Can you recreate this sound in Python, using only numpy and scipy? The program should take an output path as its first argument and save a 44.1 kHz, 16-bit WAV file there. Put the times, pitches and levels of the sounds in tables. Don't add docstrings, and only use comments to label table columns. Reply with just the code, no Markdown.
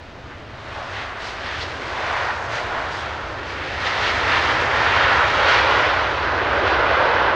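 import sys
import numpy as np
from scipy import signal
from scipy.fft import rfft, irfft
from scipy.io import wavfile
from scipy.ndimage import uniform_filter1d

SR = 44100
rng = np.random.default_rng(int(sys.argv[2]) if len(sys.argv) > 2 else 0)


def dump_mix(stems):
    frames = np.atleast_2d(stems).T
    limited = np.clip(frames, -1, 1)
    pcm = np.round(limited * 32767).astype(np.int16)
    wavfile.write(sys.argv[1], SR, pcm)


N = 324135

# time in seconds, relative level of the low roar in dB, relative level of the deep rumble in dB.
PLUME_LEVELS = [(0, -50, -39.5), (1.78, -37.5, -36.5), (3.25, -40.5, -34.5), (3.92, -35, -35.5),
                (4.16, -33, -30.5), (5.2, -31, -30), (5.8, -28, -30.5), (6.05, -33.5, -32),
                (6.68, -26.5, -29.5), (7.35, -28.5, -33)]


def jet(crackle_db):
    # frequency in Hz, share of the full drift.
    lean_share = [(130, .1), (260, .65), (420, .55), (620, 1.1), (1400, 1.4), (2500, 0.35), (4300, 0.027)]
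    # frequency in Hz, lead in radians.
    left_lead = [(6700, 0), (7300, 0.63), (9000, 0.6)]
    # frequency in Hz, # side level against
    # the middle in dB (lowered further towards the treble below).
    side_level = [(200, -21), (600, -24), (2000, -22.5), (6700, -23.5), (7300, -15), (10000, -9)]
    full_lean_db_per_s = 0.23

    mixing = rms_one(ground_echo(rng.standard_normal(N)))
    crackle = shocklets(per_s=560, size_db=2.5, clump_db=3.0)
    side_noise = rng.standard_normal(N)
    hz, s, (mixing, crackle, side_noise) = signal.stft(
        [mixing, crackle, side_noise], SR, nperseg=1024, noverlap=768)
    hz = np.maximum(hz, 1)

    height = (hz / (hz + 1800))[:, None]
    crackle_share = from_db(crackle_db) * height
    mid = np.sqrt(1 - crackle_share ** 2) * mixing + crackle_share * crackle
    side_db = at_hz(side_level, hz)[:, None] - 7.8 * height
    side = from_db(side_db) * side_noise

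    waver_db = height * twinkle(hz, s, shimmer_db=0.4, flicker_db=1.1)
    gain = rms_one(jet_gain(hz, s)) * from_db(waver_db)
    pan_db = at_hz(lean_share, hz)[:, None] * full_lean_db_per_s * s / 2
    half_lead = np.exp(.5j * at_hz(left_lead, hz))[:, None]
    left = gain * from_db(-pan_db) * half_lead * (mid + side)
    right = gain * from_db(pan_db) / half_lead * (mid - side)
    return signal.istft(np.array([left, right]), SR, nperseg=1024, noverlap=768)[1][:, :N]


def jet_gain(hz, s):
    # time in seconds, relative level of the body in dB, relative level of the hiss in dB.
    roar_levels = [(0, -46.5, -53.5), (.54, -42, -50.5), (.74, -33.5, -44.5), (1.83, -31.5, -40),
                   (2.93, -26.5, -39), (3.34, -31, -43), (3.78, -29, -35), (3.87, -24, -30.5),
                   (5.3, -19.5, -28), (5.76, -17, -26.5), (5.88, -20, -27.8), (6.0, -18.5, -29),
                   (6.12, -23, -32), (6.4, -20.5, -32.5), (7, -17.5, -28.5), (7.35, -17.5, -30.5)]
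    # time in seconds, dB near 180 Hz, dB near 300 Hz.
    upper_bass = [(0, -1.5, -2), (.5, 5, 5.5), (1.3, -2.5, -0.5), (1.85, 4, 4), (2.25, -1, -5),
                  (2.75, 3.5, 5), (3.05, -11.5, 5), (3.6, -2, 5), (3.95, 14.5, -6.5), (4.3, 6, 3.5),
                  (5.0, 6, -1.5), (5.85, -.5, -3), (6.25, -6.5, 4.5), (6.55, 0, 1.5), (6.85, -5, -2),
                  (7.2, -0.5, 0)]
    # frequency in Hz, relative level in dB.
    jet_colour = [(110, -31.5), (190, -16.5), (280, -6), (430, -4), (570, 0.4), (760, 0), (1400, 1),
                  (1930, -3), (2230, -6.5), (3100, -10.5), (4500, -18.5), (6300, -29), (9600, -53.5),
                  (12000, -78.5)]
    doppler_start, doppler_fall_per_s = 1.093, 0.008

    body, hiss = at_times(roar_levels, s)
    low_roar, _ = at_times(PLUME_LEVELS, s)
    bass, low_mid = at_times(upper_bass, s)
    course = across([180, 300, 420, 900, 3400],
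                    [low_roar + bass, low_roar + low_mid, low_roar, body, hiss], hz)
    level_db = course + swells(hz, s) + shoulder(hz, s) - air_loss(hz, s)

    doppler = doppler_start - doppler_fall_per_s * s
    sliding = np.clip(4200 / hz, 0, 1) ** 4
    colour_db = at_hz(jet_colour, hz[:, None] / doppler ** sliding[:, None])
    return from_db(against_mean(level_db) + colour_db)


def shocklets(per_s, size_db, clump_db):
    chance = per_s * from_db(clump_db * drift(14)) / SR
    born = rng.random(N) < chance
    jump_db = size_db * np.minimum(rng.exponential(1, N), 3.5)
    return rms_one(born * from_db(jump_db))


def ground_echo(x):
    # time in seconds, lag in milliseconds, level in dB.
    echo_path = [(0, 1.6, -22), (1.2, 1.5, -22), (2.2, 2.0, -18), (3.7, 2.17, -17), (5.0, 2.12, -15.5),
                 (5.7, 2.015, -11.5), (6.2, 1.98, -19), (7.35, 1.92, -16)]
    lag_ms, echo_db = at_times(echo_path, np.arange(N) / SR)
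    lag = lag_ms * SR / 1000 * (1 + .008 * drift(2))
    grass = signal.butter(1, 2600, fs=SR, output="sos")
    dulled = signal.sosfilt(grass, x)
    return x + from_db(echo_db) * np.interp(np.arange(N) - lag, np.arange(N), dulled)


def swells(hz, s):
    # middle in seconds, length in seconds,
    # height in dB (less in the bass), centre frequency in Hz, spread in octaves.
    swell_events = [(0.322, 0.06, 7, 1400, 0.62), (.5, 0.21, 2.5, 650, 0.37), (0.807, .11, 5.5, 653, 0.55),
                    (0.993, 0.14, 6, 2600, 0.95), (1.153, 0.097, -4.5, 6600, 0.6),
                    (1.27, 0.11, 4.5, 6570, 1.2), (1.489, 0.084, 2.5, 1650, 0.42),
                    (1.536, 0.2, 4.5, 3830, .8), (1.553, .1, -6.5, 600, .25),
                    (1.623, 0.029, 7.5, 4800, 0.52), (1.83, .1, -4.5, 620, 0.34),
                    (2.143, 0.34, 7, 1050, 2.03), (2.15, 0.38, 2.5, 820, 0.31),
                    (2.306, 0.045, 3.5, 1410, 0.74), (2.428, 0.27, -4.5, 3400, 0.38),
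                    (2.56, 0.085, 7.2, 4900, 1.6), (2.582, .06, 10, 650, 0.18), (2.777, 0.15, 6, 720, 0.62),
                    (2.977, 0.11, 3.5, 7900, 0.58), (2.97, 0.1, -2.5, 2400, 0.22),
                    (3.326, 0.11, -2.5, 2200, 0.39), (3.5, .08, 3, 6000, .7), (3.58, 0.18, -3.5, 700, .4),
                    (3.71, 0.082, -5.5, 1100, 0.28), (3.871, 0.024, 4, 4100, 0.78),
                    (4.074, 0.08, 5.5, 3500, 0.72), (4.339, 0.083, 4.5, 2700, 0.9),
                    (4.485, 0.17, 3.5, 1445, 0.55), (4.487, 0.13, 1.5, 4500, .6),
                    (4.608, .08, -1, 1490, 0.57), (4.671, 0.16, -4, 3700, 0.5),
                    (4.938, 0.3, 3.7, 1800, 1.3), (5.18, 0.18, 4.5, 1465, 0.41),
                    (5.355, .09, 0.5, 1250, .5), (5.455, .25, 3.5, 500, 0.2), (5.524, 0.15, 5.5, 3500, 1.6),
                    (5.573, 0.058, 3.5, 1300, 0.17), (6.098, .12, -1.5, 696, 0.68),
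                    (6.247, 0.13, 1.9, 1200, 0.45), (6.37, .1, -1.5, 2800, 0.29),
                    (6.468, .08, 0, 2970, 1.5), (6.7, 0.1, 4, 4410, 0.72), (7.056, .18, 5, 540, .3)]
    reach = 1 / (1 + (480 / hz) ** 6)
    total_db = 0
    for at, length, db, centre_hz, octaves in swell_events:
        in_pitch = np.exp(-.5 * (np.log2(hz / centre_hz) / octaves) ** 2)
        total_db = total_db + db * np.outer(reach * in_pitch, bell(s, at, length))
    return total_db


def shoulder(hz, s):
    # time in seconds, centre in Hz, height in dB.
    hump_path = [(0, 1840, 1), (3, 1750, 1.5), (4.2, 1930, 3.5), (5.6, 1860, 0), (6.1, 1680, 0.5),
                 (6.6, 1610, 2.5), (7.35, 1560, 0.5)]
    centre_hz, height_db = at_times(hump_path, s)
    octaves = 0.16
    return height_db * np.exp(-.5 * (np.log2(hz[:, None] / centre_hz) / octaves) ** 2)


def air_loss(hz, s):
    receding_from_s = 0.33
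    loss_db_per_s2, loss_hz = 0.3666, 7500
    in_pitch = np.minimum(hz / loss_hz, 1.1) ** 2
    in_time = np.maximum(s - receding_from_s, 0) ** 2
    return loss_db_per_s2 * np.outer(in_pitch, in_time)


def twinkle(hz, s, shimmer_db, flicker_db):
    at = np.minimum(s * SR, N - 1).astype(int)
    patch_hz = 300 * 2 ** (np.arange(11) / 2)
    patches = [drift(8.0)[at] for _ in patch_hz]
    return shimmer_db * drift(6.6)[at] + flicker_db * across(patch_hz, patches, hz)


def rumble(evenness, side_db):
    # frequency in Hz, relative level in dB.
    rumble_colour = [(10, -33), (22, -22), (32, -15), (42, -19.5), (53, -0.5), (66, 0), (80, 3.5), (100, 0),
                     (118, -1.5), (145, -9.5), (175, -24), (260, -25.5), (600, -83)]
    # middle in seconds, height in dB.
    surge_events = [(.9, 0), (1.22, -6), (1.6, 4), (1.8, 1), (2.53, 3), (2.8, -2), (3.78, 3.5), (5.13, 4),
                    (6.68, -1)]
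    # time in seconds, gain of its upper edge in dB.
    upper_edge = [(0, 4), (1.65, -7), (2.2, 0), (3.7, -2), (4.1, 5.5), (4.6, 3), (5.45, 1.5), (6, 0),
                  (7.35, -1.5)]

    s = np.arange(N) / SR
    _, level_db = at_times(PLUME_LEVELS, s)
    for at, db in surge_events:
        level_db = level_db + db * bell(s, at, length=0.11)

    mid = coloured(rumble_colour)
    edge_filter = signal.butter(4, 128, "high", fs=SR, output="sos")
    top = signal.sosfiltfilt(edge_filter, mid)
    mid = mid + (from_db(at_times(upper_edge, s)[0]) - 1) * top

    side_filter = signal.butter(4, 125, "high", fs=SR, output="sos")
    side = from_db(side_db) * signal.sosfilt(side_filter, coloured(rumble_colour))
    strength = np.sqrt(uniform_filter1d(mid ** 2, size=SR // 7))
    pair = np.array([mid + side, mid - side]) / strength ** evenness
    return from_db(level_db) * rms_one(pair)


def airport(level_db):
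    # frequency in Hz, relative level in dB.
    airport_colour = [(30, -1), (120, -3.5), (260, -2.5), (450, -7.5), (1000, -8.5), (3000, -29.5),
                      (9000, -63)]
    # frequency in Hz, side level against the middle in dB.
    airport_width = [(60, -37), (130, -15), (230, -17), (500, -9.5), (1500, -13.5), (3000, -7.5),
                     (6000, -2)]
    mid = coloured(airport_colour)
    hz = np.maximum(np.fft.rfftfreq(N, 1 / SR), 1)
    side = irfft(rfft(coloured(airport_colour)) * from_db(at_hz(airport_width, hz)), N)
    return from_db(level_db) * np.array([mid + side, mid - side])


def bell(s, at, length):
    flatness = 2.23
    return .5 ** (np.abs(2 * (s - at) / length) ** flatness)


def drift(rate):
    r = np.exp(-80 * np.pi * rate / SR)
    noise = rng.standard_normal(N // 40 + 2002)
    slow = signal.lfilter([1], [1, -2 * r, r * r], noise)[2000:]
    return np.interp(np.arange(N) / 40, np.arange(len(slow)), rms_one(slow))


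def coloured(colour):
    hz = np.maximum(np.fft.rfftfreq(N, 1 / SR), 1)
    return rms_one(irfft(rfft(rng.standard_normal(N)) * from_db(at_hz(colour, hz)), N))


def from_db(db):
    return 10 ** (np.asarray(db) / 20)


def rms_one(x):
    return x / np.sqrt(np.mean(x ** 2) + 1e-20)


def against_mean(level_db):
    return level_db - 10 * np.log10(np.mean(from_db(level_db) ** 2, axis=-1, keepdims=True))


def at_times(rows, s):
    times, *columns = np.transpose(rows)
    return [np.interp(s, times, c) for c in columns]


def at_hz(points, hz):
    points = np.array(points)
    return np.interp(np.log(hz), np.log(points[:, 0]), points[:, 1])


def across(anchor_hz, curves, hz):
    weights = [np.interp(np.log(hz), np.log(anchor_hz), row) for row in np.eye(len(anchor_hz))]
    return np.transpose(weights) @ np.array(curves)


def scene():
    roar = from_db(-20.65) * jet(crackle_db=-5.0)
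    deep = from_db(-3.0) * rumble(evenness=0.41, side_db=-23.5)
    return roar + deep + airport(level_db=-43.0)


def record(dry):
    heard = dry + from_db(-78) * rng.standard_normal((2, N))
    top_cut = signal.ellip(10, .1, 80, 15700, fs=SR, output="sos")
    return signal.sosfilt(top_cut, heard)


dry = scene()
out = record(dry)
dump_mix(out)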